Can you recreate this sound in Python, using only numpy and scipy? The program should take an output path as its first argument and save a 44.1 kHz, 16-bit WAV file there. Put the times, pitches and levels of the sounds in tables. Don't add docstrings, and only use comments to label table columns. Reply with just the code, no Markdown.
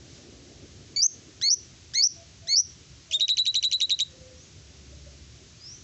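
import sys
import numpy as np
from scipy import signal
from scipy.fft import rfft, irfft
from scipy.io import wavfile
from scipy.ndimage import map_coordinates

SR = 44100
rng = np.random.default_rng(int(sys.argv[2]) if len(sys.argv) > 2 else 0)


def unload_audio(sound):
    columns = np.transpose(np.atleast_2d(sound))
    steps = np.round(np.clip(columns, -1, 1) * 32767)
    wavfile.write(sys.argv[1], SR, steps.astype(np.int16))


N = 257102
TIME = np.arange(N) / SR


def whistles(overlap_s=.001):
    # length in s, end pitch in Hz,
    # level in dB, warble rate in Hz.
    syllables = [(.960, 0.057, 2350, -16, 7, 0, 0, -10.5, 0.057, 6470, -6, 216.3),
                 (1.412, 0.084, 2247, -8, 15, .95, 4, -9, 0.054, 6110, -6.5, 214),
                 (1.935, .085, 2264, -7, 22.5, 0.98, 2.5, -5, 0.059, 6035, -6, 240),
                 (2.469, 0.085, 2264, -4.5, 30.5, .8, -3.5, -6.5, .062, 6073, -6, 269.5)]
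    out = np.zeros(N)
    for start_s, length_s, hz, db, swell_db, scoop, creak_db, odd_db, *high_voice in syllables:
        add(out, start_s, reedy_voice(length_s, hz, db, swell_db, scoop, creak_db, odd_db))
        add(out, start_s + length_s - overlap_s, pure_voice(*high_voice))
    return out


def reedy_voice(length_s, end_hz, end_db, swell_db, scoop, creak_db, partials_db):
    scoop_hz, scoop_s, scoop_db, rise_hz_per_s = 677, .0115, -17.5, 1900
    creak_s, creak_hz, purify_db, purify_s = .016, 200, -47, .011
    t = clock(length_s)
    n = len(t)
    unsettled = np.exp(-t / scoop_s)
    hz = end_hz - rise_hz_per_s * (length_s - t) - scoop * scoop_hz * unsettled
    creak = scoop * np.exp(-(t / creak_s) ** 4)
    db = end_db - swell_db * (1 - t / length_s)
    db += creak * (scoop_db - creak_db * np.cos(2 * np.pi * creak_hz * t))
    odd_db = partials_db - .64 * creak * scoop_db + purify_db * np.exp((t - length_s) / purify_s)
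    jitter = .004 + .03 * unsettled * undb(odd_db)
    phase = turn(hz * (1 + jitter * wander(n, 1500)))
    reediness = undb(odd_db + 2.7 * wander(n, 400))
    odd_partials = undb(-9.5) * np.sin(phase) + np.sin(3 * phase)
    grit = undb(-6) * creak * np.sin(4 * phase)
    turbulence = (undb(-14) * unsettled + undb(-26)) * throat_noise(n)
    wave = np.sin(2 * phase) + reediness * (odd_partials + grit + turbulence)
    return np.sqrt(2) * undb(db + .9 * wander(n, 220)) * wave


def pure_voice(length_s, end_hz, level_db, warble_hz):
    leap_hz, leap_s, rise_hz_per_s, warble_depth_hz, warble_fade_s = 706, .01, 14000, 346, .049
    onset_db, flutter_db, release_db, release_s = -6, 2.5, -12, .0044
    t = clock(length_s)
    leap = np.exp(-(t / leap_s) ** 2)
    hz = end_hz - rise_hz_per_s * (length_s - t) - leap_hz * leap
    db = level_db + onset_db * leap + release_db * np.exp((t - length_s) / release_s)
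    depth_hz = warble_depth_hz * np.exp(-(t / warble_fade_s) ** 2) * (1 - leap / 2)
    warble = np.sin(turn(warble_hz * (1 + .14 * wander(len(t), warble_hz))))
    phase = turn(hz + depth_hz * warble + 30 * wander(len(t), 710))
    return np.sqrt(2) * undb(db + flutter_db * wander(len(t), 2 * warble_hz)) * np.sin(phase)


def chatter(tone_lag_s=.0098, beak_hz=2000):
    # start in s, rasp level in dB, tone level in dB, tone pitch in Hz, tone length in s.
    notes = [(3.1956, -31, -7.5, 3852, 0.056), (3.279, -27.5, -8.5, 3900, 0.06),
             (3.3681, -27, -8, 3963, .057), (3.452, -30, -11.5, 3937, 0.056),
             (3.541, -26, -10, 3922, 0.051), (3.625, -27, -10.5, 3930, 0.053),
             (3.7118, -29.5, -11, 3950, 0.054), (3.801, -26.5, -10, 3908, .051),
             (3.893, -27, -9.5, 3915, 0.052), (3.988, -28.5, -12.5, 3890, 0.042)]
    out = np.zeros(N)
    add(out, *opener())
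    swings_hz = np.linspace(25.1, 95, len(notes))
    for (start_s, rasp_db, tone_db, hz, length_s), swing_hz in zip(notes, swings_hz):
        add(out, start_s, rasp(rasp_db))
        add(out, start_s + tone_lag_s, pulsed_tone(hz, length_s, tone_db, swing_hz))
    return signal.sosfilt(signal.butter(6, beak_hz, "high", fs=SR, output="sos"), out)


def opener(clear_at_s=3.137, clearing_s=.0045):
    # time in s, pitch in Hz, level in dB.
    contour = [(3.109, 3196, -36.5), (3.123, 2363, -36.5), (3.128, 3185, -30.5), (3.145, 3640, -13),
               (3.158, 3730, -13), (3.18, 3430, -33.5)]
    t, hz, db = track(contour)
    clear = 1 / (1 + np.exp((clear_at_s - t) / clearing_s))
    octave_db = -2 * (1 - clear) - 20.5 * clear
    roughness = .62 * (1 - clear) + .05 * clear
    return t[0], hoarse_voice(hz, db, octave_db, roughness)


def rasp(level_db, length_s=.042, start_hz=3002, top_hz=3737, climb_s=.023):
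    dip_at_s, dip_width_s, dip_hz, dip_db, blip_db = .009, .0038, 767, -10, 5
    rough_at_s, rough_width_s = .017, .012
    t = clock(length_s)
    dip = np.exp(-((t - dip_at_s) / dip_width_s) ** 4)
    blip = np.exp(-(t / dip_at_s) ** 4)
    hz = top_hz + (start_hz - top_hz) * np.exp(-(t / climb_s) ** 4) - dip_hz * dip
    db = level_db + dip_db * dip - blip_db * (1 - blip)
    octave_db = 2.5 - 4 * t / length_s
    roughness = .079 + .91 * np.exp(-((t - rough_at_s) / rough_width_s) ** 2)
    return hoarse_voice(hz, db, octave_db, roughness)


def pulsed_tone(pitch_hz, length_s, level_db, swing_hz):
    pulse_hz, pulsing_s, flick_hz, sag_at_share = 194, .0145, 150, .39
    onset_db, tremble_db, fade_db_per_s, release_db, release_s = -4, 1.3, -120, -14, .0092
    t = clock(length_s)
    n = len(t)
    catching = 1 / (1 + np.exp((t - pulsing_s) / .0018))
    pulse_phase = 2 * np.pi * pulse_hz * t
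    gate = (1 - catching * (.5 + .5 * np.cos(pulse_phase))) ** 1.06
    hz = pitch_hz - swing_hz * np.cos(2 * np.pi * (t / length_s - sag_at_share)) + 55 * wander(n, 400)
    hz += catching * (130 * wander(n, 1500) - flick_hz * np.sin(pulse_phase))
    ends_db = onset_db * np.exp(-t * pulse_hz) + release_db * np.exp((t - length_s) / release_s)
    db = level_db + ends_db + fade_db_per_s * t + tremble_db * wander(n, 2 * pulse_hz)
    return np.sqrt(2) * gate * undb(db) * np.sin(turn(hz))


def hoarse_voice(hz, db, octave_db, roughness, jitter=.068, flutter_db=5.5):
    n = len(hz)
    phase = turn(hz * (1 + jitter * roughness * wander(n, 2200)))
    gain = undb(db + flutter_db * roughness * wander(n, 1500))
    turbulence = roughness * undb(-5) * throat_noise(n)
    return np.sqrt(2) * gain * (np.sin(phase) + undb(octave_db) * np.sin(2 * phase) + turbulence)


def throat_noise(n, band_hz=(3000, 7000)):
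    band = signal.butter(3, band_hz, "band", fs=SR, output="sos")
    return unit(signal.sosfilt(band, rng.standard_normal(n)))


def yard_echoes(x, cage_db=-24, cage_t60_s=.14, yard_db=-29, yard_t60_s=.3):
    echoes = undb(cage_db) * tail(cage_t60_s) + undb(yard_db) * tail(yard_t60_s)
    return x + signal.fftconvolve(x, echoes)[:N]


def rustle(at_s=.16, width_s=.089, db=-56):
    return air(1100, 8000) * undb(db) * np.exp(-((TIME - at_s) / width_s) ** 2)


def far_sounds(t60_s=.28):
    # start in s, length in s, first pitch in Hz, last pitch in Hz, relative level in dB.
    slurs = [(4.356, .12, 5440, 6860, -54), (5.59, .20, 4840, 6140, -43)]
    # start in s, length in s, pitch in Hz, relative level in dB.
    hoots = [(2.15, 0.1, 677, -55.5), (2.41, 0.098, 663, -56.5), (3.08, 0.18, 633.4, -50.5),
             (3.35, 0.86, 549.3, -68), (4.06, 0.37, 516.1, -56), (4.92, 0.028, 598, -52),
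             (5.06, 0.028, 582, -49)]
    drone = (4.5, 1.05, 69.5, -50)
    out = np.zeros(N)
    for start_s, *slur in slurs:
        add(out, start_s, far_note(*slur, waver=.0205, waver_hz=486))
    for start_s, length_s, hz, db in hoots + [drone]:
        add(out, start_s, far_note(length_s, hz, hz, db, waver=.02, waver_hz=120))
    return .8 * out + .5 * signal.fftconvolve(out, tail(t60_s))[:N]


def far_note(length_s, first_hz, last_hz, db, waver, waver_hz):
    share = clock(length_s) / length_s
    hz = first_hz + (last_hz - first_hz) * np.sin(np.pi / 2 * share) ** 2
    hz *= 1 + waver * wander(len(share), waver_hz)
    return np.sqrt(2) * undb(db) * np.sin(np.pi * share) * np.sin(turn(hz))


def background(rumble_db=-54.5, hiss_db=-55):
    # peak time in s, half length in s, rumble lift in dB.
    gusts = [(0.7, 0.22, 6), (2.498, 0.31, 2.5), (4.89, .3, 2)]
    # time in s, level of the low-mid wash in dB.
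    wash_levels = [(0, -53.5), (1.35, -56.5), (1.9, -61.5), (3.7, -64.5), (4.2, -59.5), (5.83, -61)]
    gust_db = sum(db * np.exp(-((TIME - at_s) / half_s) ** 2) for at_s, half_s, db in gusts)
    wash_db = np.interp(TIME, *np.transpose(wash_levels))
    rumble = air(39, 163.3) * undb(rumble_db + gust_db + 2 * wander(N, 13))
    low_wash = air(270, 496) * undb(wash_db + 2 * wander(N, 20))
    mid_wash = air(600, 770) * undb(wash_db - 11 + 3 * wander(N, 15))
    hiss = air(835, 9800) * undb(hiss_db)
    return rumble + low_wash + mid_wash + hiss


def air(lo_hz, hi_hz):
    # frequency in Hz, relative noise density in dB.
    spectrum = [(24, -40.5), (40, -13), (54, -0.5), (76, 6.5), (205, 0), (318, -9), (355, -7), (443, -14),
                (577, -16), (898, -26), (6400, -17.5), (7800, -25), (10100, -88.5), (17200, -120)]
    hz, db = np.transpose(spectrum)
    bins_hz = np.maximum(np.fft.rfftfreq(N, 1 / SR), 1)
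    band = ((1 + (lo_hz / bins_hz) ** 10) * (1 + (bins_hz / hi_hz) ** 10)) ** -.5
    colour = undb(np.interp(np.log(bins_hz), np.log(hz), db))
    return unit(irfft(rfft(rng.standard_normal(N)) * band * colour, N))


def tail(t60_s, n=40000, build_s=.012):
    t = np.arange(n) / SR
    echoes = rng.standard_normal(n) * np.exp(-np.log(1000) * t / t60_s) * (1 - np.exp(-t / build_s))
    return echoes / np.sqrt(np.sum(echoes ** 2))


def add(out, start_s, x, attack_s=.003, release_s=.007):
    t = np.arange(len(x)) / SR
    ramp = np.minimum(np.minimum(t / attack_s, (t[-1] - t) / release_s), 1)
    i = int(start_s * SR)
    x = (x * np.sin(np.pi / 2 * ramp) ** 2)[:N - i]
    out[i:i + len(x)] += x


def wander(n, hz):
    steps = np.arange(n) * hz / SR
    return map_coordinates(rng.standard_normal(int(steps[-1]) + 2), [steps], order=3, mode="nearest")


def track(rows):
    times_s, *columns = np.transpose(rows)
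    t = np.arange(times_s[0], times_s[-1], 1 / SR)
    return [t] + [np.interp(t, times_s, column) for column in columns]


def turn(hz):
    return 2 * np.pi * np.cumsum(hz) / SR


def clock(length_s):
    return np.arange(int(length_s * SR)) / SR


def undb(db):
    return 10 ** (np.asarray(db) / 20)


def unit(x):
    return x / np.sqrt(np.mean(x ** 2))


def scene():
    return (yard_echoes(whistles() + chatter()) + rustle() + far_sounds() + background())[None]


def gain_control(x, threshold_db=-27, slope=.63, window_s=.025, release_s=.013, lookahead_s=.004):
    window = np.hanning(int(window_s * SR))
    power = np.maximum(signal.fftconvolve(x ** 2, window / window.sum(), "same"), 0)
    pole = np.exp(-1 / (release_s * SR))
    held = signal.lfilter([1 - pole], [1, -pole], power)
    ahead = np.interp(TIME + lookahead_s, TIME, held)
    return x * (1 + ahead / undb(threshold_db) ** 2) ** (-slope / 2)


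def record(dry):
    top_hz = 7900
    lowpass = signal.butter(22, top_hz, fs=SR, output="sos")
    return signal.sosfilt(lowpass, gain_control(dry[0]))[None]


dry = scene()
out = record(dry)
unload_audio(out)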